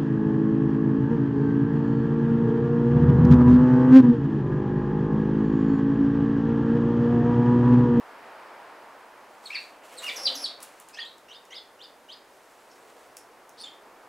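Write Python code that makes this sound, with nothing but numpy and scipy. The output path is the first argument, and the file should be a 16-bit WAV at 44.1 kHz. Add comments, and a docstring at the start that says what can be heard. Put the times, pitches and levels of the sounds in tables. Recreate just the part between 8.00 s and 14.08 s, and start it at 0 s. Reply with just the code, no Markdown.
"""Barn swallows around their mud nests under a porch ceiling, with the road some distance off.
A distant vehicle passes, feathers brush and gliding two-voiced tones twitter; then wings flutter by with puffs
of noise, among dry ticks of bills or claws and two alarm calls, a whine breaking into a falling sweep.
Soft "vit" notes rise on arched pitches; late on come faint slurs, a few more ticks and two more vehicles.
Hard walls echo the birds; traffic is shaped noise that swells as vehicles pass, over a steady hiss."""
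import sys
import numpy as np
from scipy import signal
from scipy.fft import rfft, irfft, next_fast_len
from scipy.io import wavfile
from scipy.ndimage import uniform_filter1d, map_coordinates

SR = 44100
rng = np.random.default_rng(int(sys.argv[2]) if len(sys.argv) > 2 else 0)


def dump(signal):
    """Clip the signal to [-1, 1] and save it as 16-bit WAV at the path in sys.argv[1]."""
    limited = np.clip(np.atleast_2d(signal).T, -1, 1)
    pcm = np.round(limited * 32767).astype(np.int16)
    wavfile.write(sys.argv[1], SR, pcm)


N = 268128

FADE_S = .003  # the syrinx opens and shuts


def amp(db):
    """Decibels to gain."""
    return 10 ** (np.asarray(db) / 20)


def unit(x):
    """Scale to rms 1."""
    return x / np.sqrt(np.mean(x ** 2) + 1e-20)


def along(points, hz):
    """Read (Hz, value) points on a log frequency axis."""
    f, v = np.transpose(points)
    return np.interp(np.log(hz + 1), np.log(f + 1), v)


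def span(length):
    """Times in seconds through a sound, at least 4 ms of them."""
    return np.arange(int(max(length, .004) * SR)) / SR


def wobble(rate, size=N):
    """A smooth random curve, rate knots a second."""
    knots = rng.standard_normal(size // 8)
    return map_coordinates(knots, [np.arange(size) * rate / SR], mode="wrap")


def filtered(x, response):
    """x times a response of frequency."""
    m = next_fast_len(N + 8192)
    return irfft(rfft(x, m) * response(np.fft.rfftfreq(m, 1 / SR)), m)[..., :N]


def noise(spectrum, size=N):
    """Coloured noise of rms 1."""
    gain = amp(along(spectrum, np.fft.rfftfreq(size, 1 / SR)))
    return unit(irfft(rfft(rng.standard_normal(size)) * gain, size))


def diffuse(spectrum):
    """Noise spread between left and right, by mixing a mid and a side noise."""
    # Left-right likeness of the background at each pitch. Each row: frequency in Hz, correlation.
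    likeness = [(60, 0.118), (110, 0.38), (200, 0.93), (400, 0.95), (700, 0.96), (1300, 0.94),
                (2400, 0.883), (4400, 0.74), (8000, 1), (12000, .998)]

    def mid_side_gains(hz):
        turn = np.arccos(np.clip(along(likeness, hz), -1, 1)) / 2
        return amp(along(spectrum, hz)) * [np.cos(turn), np.sin(turn)]

    mid, side = filtered(rng.standard_normal((2, N)), mid_side_gains)
    return unit(np.array([mid + side, mid - side]))


def add(track, start, sound):
    """Mix a stereo sound into the track at start seconds."""
    i = max(round(start * SR), 0)
    track[:, i:i + sound.shape[1]] += sound[:, :max(N - i, 0)]


def porch(x, wet_db, walls_db, side_db=-12, build=0.0065, count=6):
    """Direct sound, a few near-wall echoes and a tail, with paths drawn afresh for each sound."""
    # How long the porch rings. Each row: frequency in Hz, time to decay by 60 dB in s.
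    decay = [(200, 1), (1500, 0.34), (3500, 0.35), (6000, 0.3), (10000, 0.23), (15000, 0.17)]
    hz, t, z = signal.stft(rng.standard_normal((2, SR // 2)), SR, nperseg=256)
    fall = amp(-60 * t / along(decay, hz)[:, None])
    onset = 1 - np.exp(-t / build)
    tail = signal.istft(z * fall * onset, SR, nperseg=256)[1]
    mid, side = amp(wet_db) * tail / np.linalg.norm(tail[0])
    side = amp(side_db) * uniform_filter1d(side, size=3)
    delays = rng.uniform(.0005, .011, count)  # s
    mid[(delays * SR).astype(int)] += amp(walls_db) * rng.choice([-1, 1], count) / np.sqrt(count)
    mid[0] += 1  # direct sound
    return signal.fftconvolve(x[None], np.array([mid + side, mid - side]), axes=1)


def syrinx(pitch, db, octave_db, rasp_db, jitter=0.016, flutter_db=3.0, third_db=-17):
    """A membrane gliding in pitch with a fast quiver; rasp makes its cycles uneven and smears the line."""
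    size, edge = len(pitch), int(FADE_S * SR)
    quivering = pitch * (1 + jitter * wobble(609, size))
    phase = 2 * np.pi * np.cumsum(quivering) / SR + amp(rasp_db) * wobble(2200, size)
    to_nearest_end = np.minimum(np.arange(size), np.arange(size)[::-1])
    opening = np.clip(to_nearest_end / max(edge, 1), 0, 1)
    roughness = 1 + amp(rasp_db) * wobble(2200, size) / 2
    strength = amp(db + flutter_db * wobble(319, size)) * opening * roughness
    overtones = amp(octave_db) * (np.sin(2 * phase) + amp(third_db) * np.sin(3 * phase))
    return np.sqrt(2) * strength * (np.sin(phase) + overtones)


def outside():
    """Distant vehicles swell and fade with their distance, over steady traffic and a faint hiss."""
    # Vehicles going by. Each row: s when nearest, s to half power, rumble in dB, tyre noise in dB.
    passes = [(.38, 0.5, -56, -46.5), (4.98, 0.19, -60.5, -61), (5.95, .35, -61, -57)]
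    # Colours of rumble, tyre noise and hiss. Each row: frequency in Hz, level in dB.
    rumble_colour = [(25, -22), (95, -22), (130, -10), (165, -15.5), (210, -6), (300, -1), (500, 4),
                     (700, -0.5), (1100, -11.5), (2500, -57)]
    tyre_colour = [(300, -38), (600, -3), (900, 1.5), (1250, -2.5), (1800, -6.5), (2600, -14),
                   (3800, -23.5), (5100, -24.5), (6500, -41), (9000, -73.5)]
    hiss_colour = [(100, 1.5), (2000, 3.5), (4000, -0.5), (6500, -2), (10000, -4), (13000, -7),
                   (16000, -10.5)]
    far_rumble_db, far_tyres_db = -59, -58  # the steady traffic behind them
    t = np.arange(N) / SR
    power = amp([[far_rumble_db], [far_tyres_db]]) ** 2
    for s, width, rumble_db, tyre_db in passes:
        power = power + amp([[rumble_db], [tyre_db]]) ** 2 / (1 + ((t - s) / width) ** 2)
    rumble = np.sqrt(power[0]) * amp(0.66 * wobble(6.0)) * diffuse(rumble_colour)
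    tyres = np.sqrt(power[1]) * amp(0.17 * wobble(5.05)) * diffuse(tyre_colour)
    return rumble + tyres + amp(-62.5) * diffuse(hiss_colour)


def wings():
    """A bird flutters near and away, each wingbeat a puff of air; soft noise brushes in short bouts."""
    # Feathers brushing, and short noisy puffs around the ticks near 2.63 and 2.89 s.
    # Each row: s at full strength, length in s, level in dB.
    rustles = [(1.31, 0.11, -66.5), (1.44, 0.23, -58), (1.853, .19, -54.5), (2.034, 0.02, -43),
               (2.08, .21, -49), (2.308, 0.12, -52.5), (2.622, .015, -51), (2.68, 0.14, -60.5),
               (2.893, 0.012, -59.5), (4.287, 0.52, -67), (4.74, 0.35, -64)]
    # Colours of the wingbeats and of the brushing. Each row: frequency in Hz, level in dB.
    whoosh_colour = [(60, -52), (110, -28), (175, -15), (270, -7.5), (400, -5), (600, 1), (800, 0),
                     (1500, -6.5), (3000, -11.5), (6000, -51)]
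    rustle_colour = [(100, -45), (400, -36), (1000, 6), (2500, 4.5), (5000, 0), (8000, 1), (10500, -3),
                     (13000, -7), (16000, -11)]
    nearest_s, nearest_db = 2.26, -45
    approach_db_per_s, recede_db_per_s = 26, 31
    wingbeat_hz = 12
    attack_s, release_s = 0.025, 0.051
    t = np.arange(N) / SR
    beat = np.sin(2 * np.pi * np.cumsum(wingbeat_hz + 2 * wobble(5.29)) / SR)
    away_db = np.maximum(approach_db_per_s * (nearest_s - t), recede_db_per_s * (t - nearest_s))
    air = amp(nearest_db - away_db + 3.3 * beat) * noise(whoosh_colour)
    bouts = []
    for s, length, db in rustles:
        attack = np.clip((t - s) / attack_s + 1, 0, 1)
        release = np.exp(-np.maximum(t - s - length, 0) / release_s)
        bouts.append(amp(db) * attack * release)
    brush = np.max(bouts, axis=0) * amp(beat + 1.2 * wobble(30))
    brushing = brush * unit(noise(rustle_colour) * amp(1.9 * wobble(350)))
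    return porch(air + brushing, wet_db=-14.0, walls_db=-12.5)[:, :N]


def hollows():
    """Narrow, wavering resonances that swell and die as the wings pass."""
    # The flutter rings hollow close to the ceiling.
    # Each row: s at the middle, spread in s (standard deviation), pitch in Hz, level in dB.
    resonances = [(1.975, 0.033, 516, -50.5), (2.257, 0.09, 538, -50), (2.365, 0.073, 285, -54)]
    waver = 70  # knots a second; faster is wider in pitch
    t, out = np.arange(N) / SR, np.zeros(N)
    for s, spread, hz, db in resonances:
        phase = 2 * np.pi * hz * t
        ring = unit(wobble(waver) * np.sin(phase) + wobble(waver) * np.cos(phase))
        out += amp(db) * np.exp(-((t - s) / spread) ** 2 / 2) * ring
    return out


def ticks():
    """Hard little snaps of bills or claws: noise with a sharp attack and a decay of a few milliseconds."""
    # Each row: start in s, level in dB before halving, lower click in dB relative to the high one.
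    snaps = [(2.040, -45, -8), (2.6043, -43, -2), (2.627, -38, -7), (2.630, -31.5, -8.5), (2.636, -38, -15),
             (2.8002, -38, -19), (2.887, -41, -12), (3.053, -51, -2), (3.182, -49, -13), (3.453, -50, -4),
             (5.1685, -36.5, -8), (5.170, -38.5, 1), (5.187, -47, -14), (5.4933, -44.5, -16)]
    # Colours of the high and the lower click. Each row: frequency in Hz, level in dB.
    high_colour = [(300, -55), (3000, -41), (5500, -9), (7500, 4), (10500, 3.5), (13000, -8), (16000, -5)]
    low_colour = [(200, -47.5), (1200, -24), (2500, -1), (3800, -11), (5400, 11), (6800, -8), (11000, -11),
                  (15500, -11)]
    attack_s, t60_s = 0.000174, 0.0062
    out, t = np.zeros((2, N)), np.arange(128) / SR
    shape = (1 - np.exp(-t / attack_s)) * amp(-60 * t / t60_s)
    for s, db, low_db in snaps:
        high = unit(shape * noise(high_colour, len(t)))
        low = amp(low_db) * unit(shape * noise(low_colour, len(t)))
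        add(out, s, porch(amp(db) * (high + low) / 2, wet_db=-5, walls_db=-8.5))
    return out


def slurs():
    """Each slur bends smoothly through three pitches and is softer at its ends."""
    # Twittered slurs, overlapping where both sides of the syrinx sound.
    # Each row: start in s, length in s, first, middle and last pitch in Hz, level in dB,
    # swell over its length in dB, octave in dB relative to the tone, rasp in dB.
    twitter = [ (1.456, 0.021, 4410, 4080, 2950, -41, -4, -12.5, -18),
               (1.501, 0.017, 2050, 2420, 2650, -39.5, -3, -18, -14),
               (1.526, .045, 2696, 2484, 1460, -35.5, -4, -17, -13),
               (1.547, .022, 4850, 4480, 3250, -36.5, 4, -25, -16),
               (1.97, 0.03, 4500, 4080, 3500, -44.5, 0, -2.5, -11),
               (2.031, 0.039, 2760, 2850, 2780, -36.5, 4, -21, -16),
               (2.068, .040, 2714, 2330, 1726, -35.5, -3, -7.5, -14),
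               (2.09, .033, 4360, 2950, 2360, -41, -7, -20, -5),
               (2.973, 0.029, 1670, 1839, 1840, -46, 3, -24, -8),
               (2.982, 0.015, 1950, 2784, 3400, -50, 4, -26, -13),
               (3.034, 0.052, 3460, 3780, 4520, -47.5, 2, -21.5, -17),
               (3.511, 0.033, 1926, 2090, 2080, -53, -10, -20, -8),
               (4.702, .025, 4220, 5680, 6290, -64, -5, -25, 0.5),
               (5.572, 0.0553, 4420, 4440, 4280, -50.5, 15, -16, -0.5),
               (5.598, .029, 3600, 4720, 4115, -50, -4, -6, -13),
               (5.631, 0.021, 3700, 3570, 3500, -43, 5, -11.5, -8),
               (5.655, 0.0277, 3450, 3230, 3000, -45.5, -7, -30, -8)]
    edge_db = 9.5  # loss at the ends
    out = np.zeros((2, N))
    for s, length, first, middle, last, db, swell_db, octave_db, rasp_db in twitter:
        u = np.linspace(-1, 1, len(span(length + FADE_S)))
        pitch = middle + (last - first) / 2 * u + ((first + last) / 2 - middle) * u ** 2
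        level_db = db + swell_db * u / 2 - edge_db * u ** 2
        tone = syrinx(pitch, level_db, octave_db, rasp_db, jitter=.012, flutter_db=3.0)
        add(out, s - FADE_S / 2, porch(tone, wet_db=-3.0, walls_db=-6.0))
    return out


def arch(t):
    """Height 0-1 of a vit note's pitch at t seconds from its top."""
    rise_s, fall_s, roundness = .025, 0.041, 1.7
    return np.exp(-np.abs(t / np.where(t < 0, rise_s, fall_s)) ** roundness)


def vits():
    """A reedy lead-in climbs to a pure arch; the other side of the syrinx joins below it."""
    # Each row: s of the top, rise in s, fall in s, low and top pitch in Hz, lead-in, top and
    # second-voice levels in dB, lead-in octave in dB relative to the tone.
    notes = [ (3.002, .072, .028, 2506, 4790, -54, -45.5, -41, 7.5),
             (3.353, 0.071, 0.015, 2800, 5030, -50, -59.5, -52.5, -9),
             (3.559, 0.055, 0.027, 2760, 5100, -50, -50, -47.5, 0.5),
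             (3.841, .050, 0.02, 2700, 4990, -51.5, -53.5, -53, -10),
             (4.137, 0.053, 0.0059, 2794, 5030, -47, -51, -54, -12)]
    pure_db = -27  # octave at the top of the arch
    lead_rasp_db, top_rasp_db = -8.5, -22  # harsh at first, clean at the top
    soft_db, soft_s = 8, .007  # the lead-in swells from this far below
    second_ratio, second_lag_s, second_lead_s = .735, 0.00797, .018  # pitch share, lag, entry before the top
    second_swell_db = 7  # it grows louder toward its end
    out = np.zeros((2, N))
    for s, rise, fall, low, top, lead_db, top_db, second_db, octave_db in notes:
        t = span(rise + fall + FADE_S)
        height = arch(t - rise)
        purity = np.sqrt(height)
        db = lead_db + (top_db - lead_db) * height - soft_db * np.exp(-t / soft_s)
        lead_octave_db = octave_db + (pure_db - octave_db) * purity
        rasp_db = lead_rasp_db + (top_rasp_db - lead_rasp_db) * purity
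        pitch = low + (top - low) * height
        lead = syrinx(pitch, db, lead_octave_db, rasp_db, jitter=0.017, flutter_db=2.5)
        add(out, s - rise, porch(lead, wet_db=-4.5, walls_db=-3.5))

        height = arch(span(second_lead_s + fall + FADE_S) - second_lead_s - second_lag_s)
        pitch = second_ratio * (low + (top - low) * height)
        db = second_db + second_swell_db * np.linspace(-1, 0, len(height))
        second = syrinx(pitch, db, octave_db=-28, rasp_db=-19, jitter=0.017, flutter_db=-1.5)
        add(out, s - second_lead_s, porch(second, wet_db=-3, walls_db=1.0))
    return out


def alarms():
    """A high wavering whine, then a sudden loud sweep that falls ever faster."""
    # Sharp alarm calls. Each row: s of the break, whine length in s, whine level in dB, whine octave in dB
    # relative to it, first and last plunge pitch in Hz, plunge level in dB, plunge octave in dB relative to it.
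    calls = [(2.2555, .098, -40, -13, 4850, 2650, -23.5, -29),
             (2.4410, .092, -42, -8, 4650, 2950, -31.5, -20)]
    # The whine of every call. Each row: share of its length, pitch in Hz, dB added to the whine level.
    whine_path = [(0, 6670, -10), (.09, 5900, 5), (.22, 5080, -5.5), (.39, 5020, -3), (.56, 5640, -9.5),
                  (.8, 5340, 1), (1, 5150, 5)]
    plunge_s, bend, fade_db = .027, 1.6, 8  # length, steepening, loss at the bottom
    shares, pitches, swells = np.transpose(whine_path)
    out = np.zeros((2, N))
    for s, length, whine_db, whine_octave_db, first, last, db, octave_db in calls:
        share = span(length) / length
        pitch = np.interp(share, shares, pitches)
        swell_db = np.interp(share, shares, swells)
        whine = syrinx(pitch, whine_db + swell_db, whine_octave_db, rasp_db=-10)
        add(out, s - length, porch(whine, wet_db=-2, walls_db=-9.5))

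        u = span(plunge_s + FADE_S) / (plunge_s + FADE_S)
        pitch = first + (last - first) * u ** bend
        plunge = syrinx(pitch, db - fade_db * u ** 2, octave_db, rasp_db=-15, flutter_db=1.5)
        add(out, s - FADE_S / 2, porch(plunge, wet_db=-2.5, walls_db=-3.0))
    return out


def scene():
    """The birds under the roof and the street beyond, a touch louder on the right."""
    birds = wings() + hollows() + ticks() + slurs() + vits() + alarms()
    return (outside() + birds) * amp([[-.15], [.15]])


def record(dry):
    """The recorder keeps nothing above its band limit."""
    top_hz = 15800
    return filtered(dry, lambda hz: hz < top_hz)


dry = scene()
out = record(dry)
dump(out)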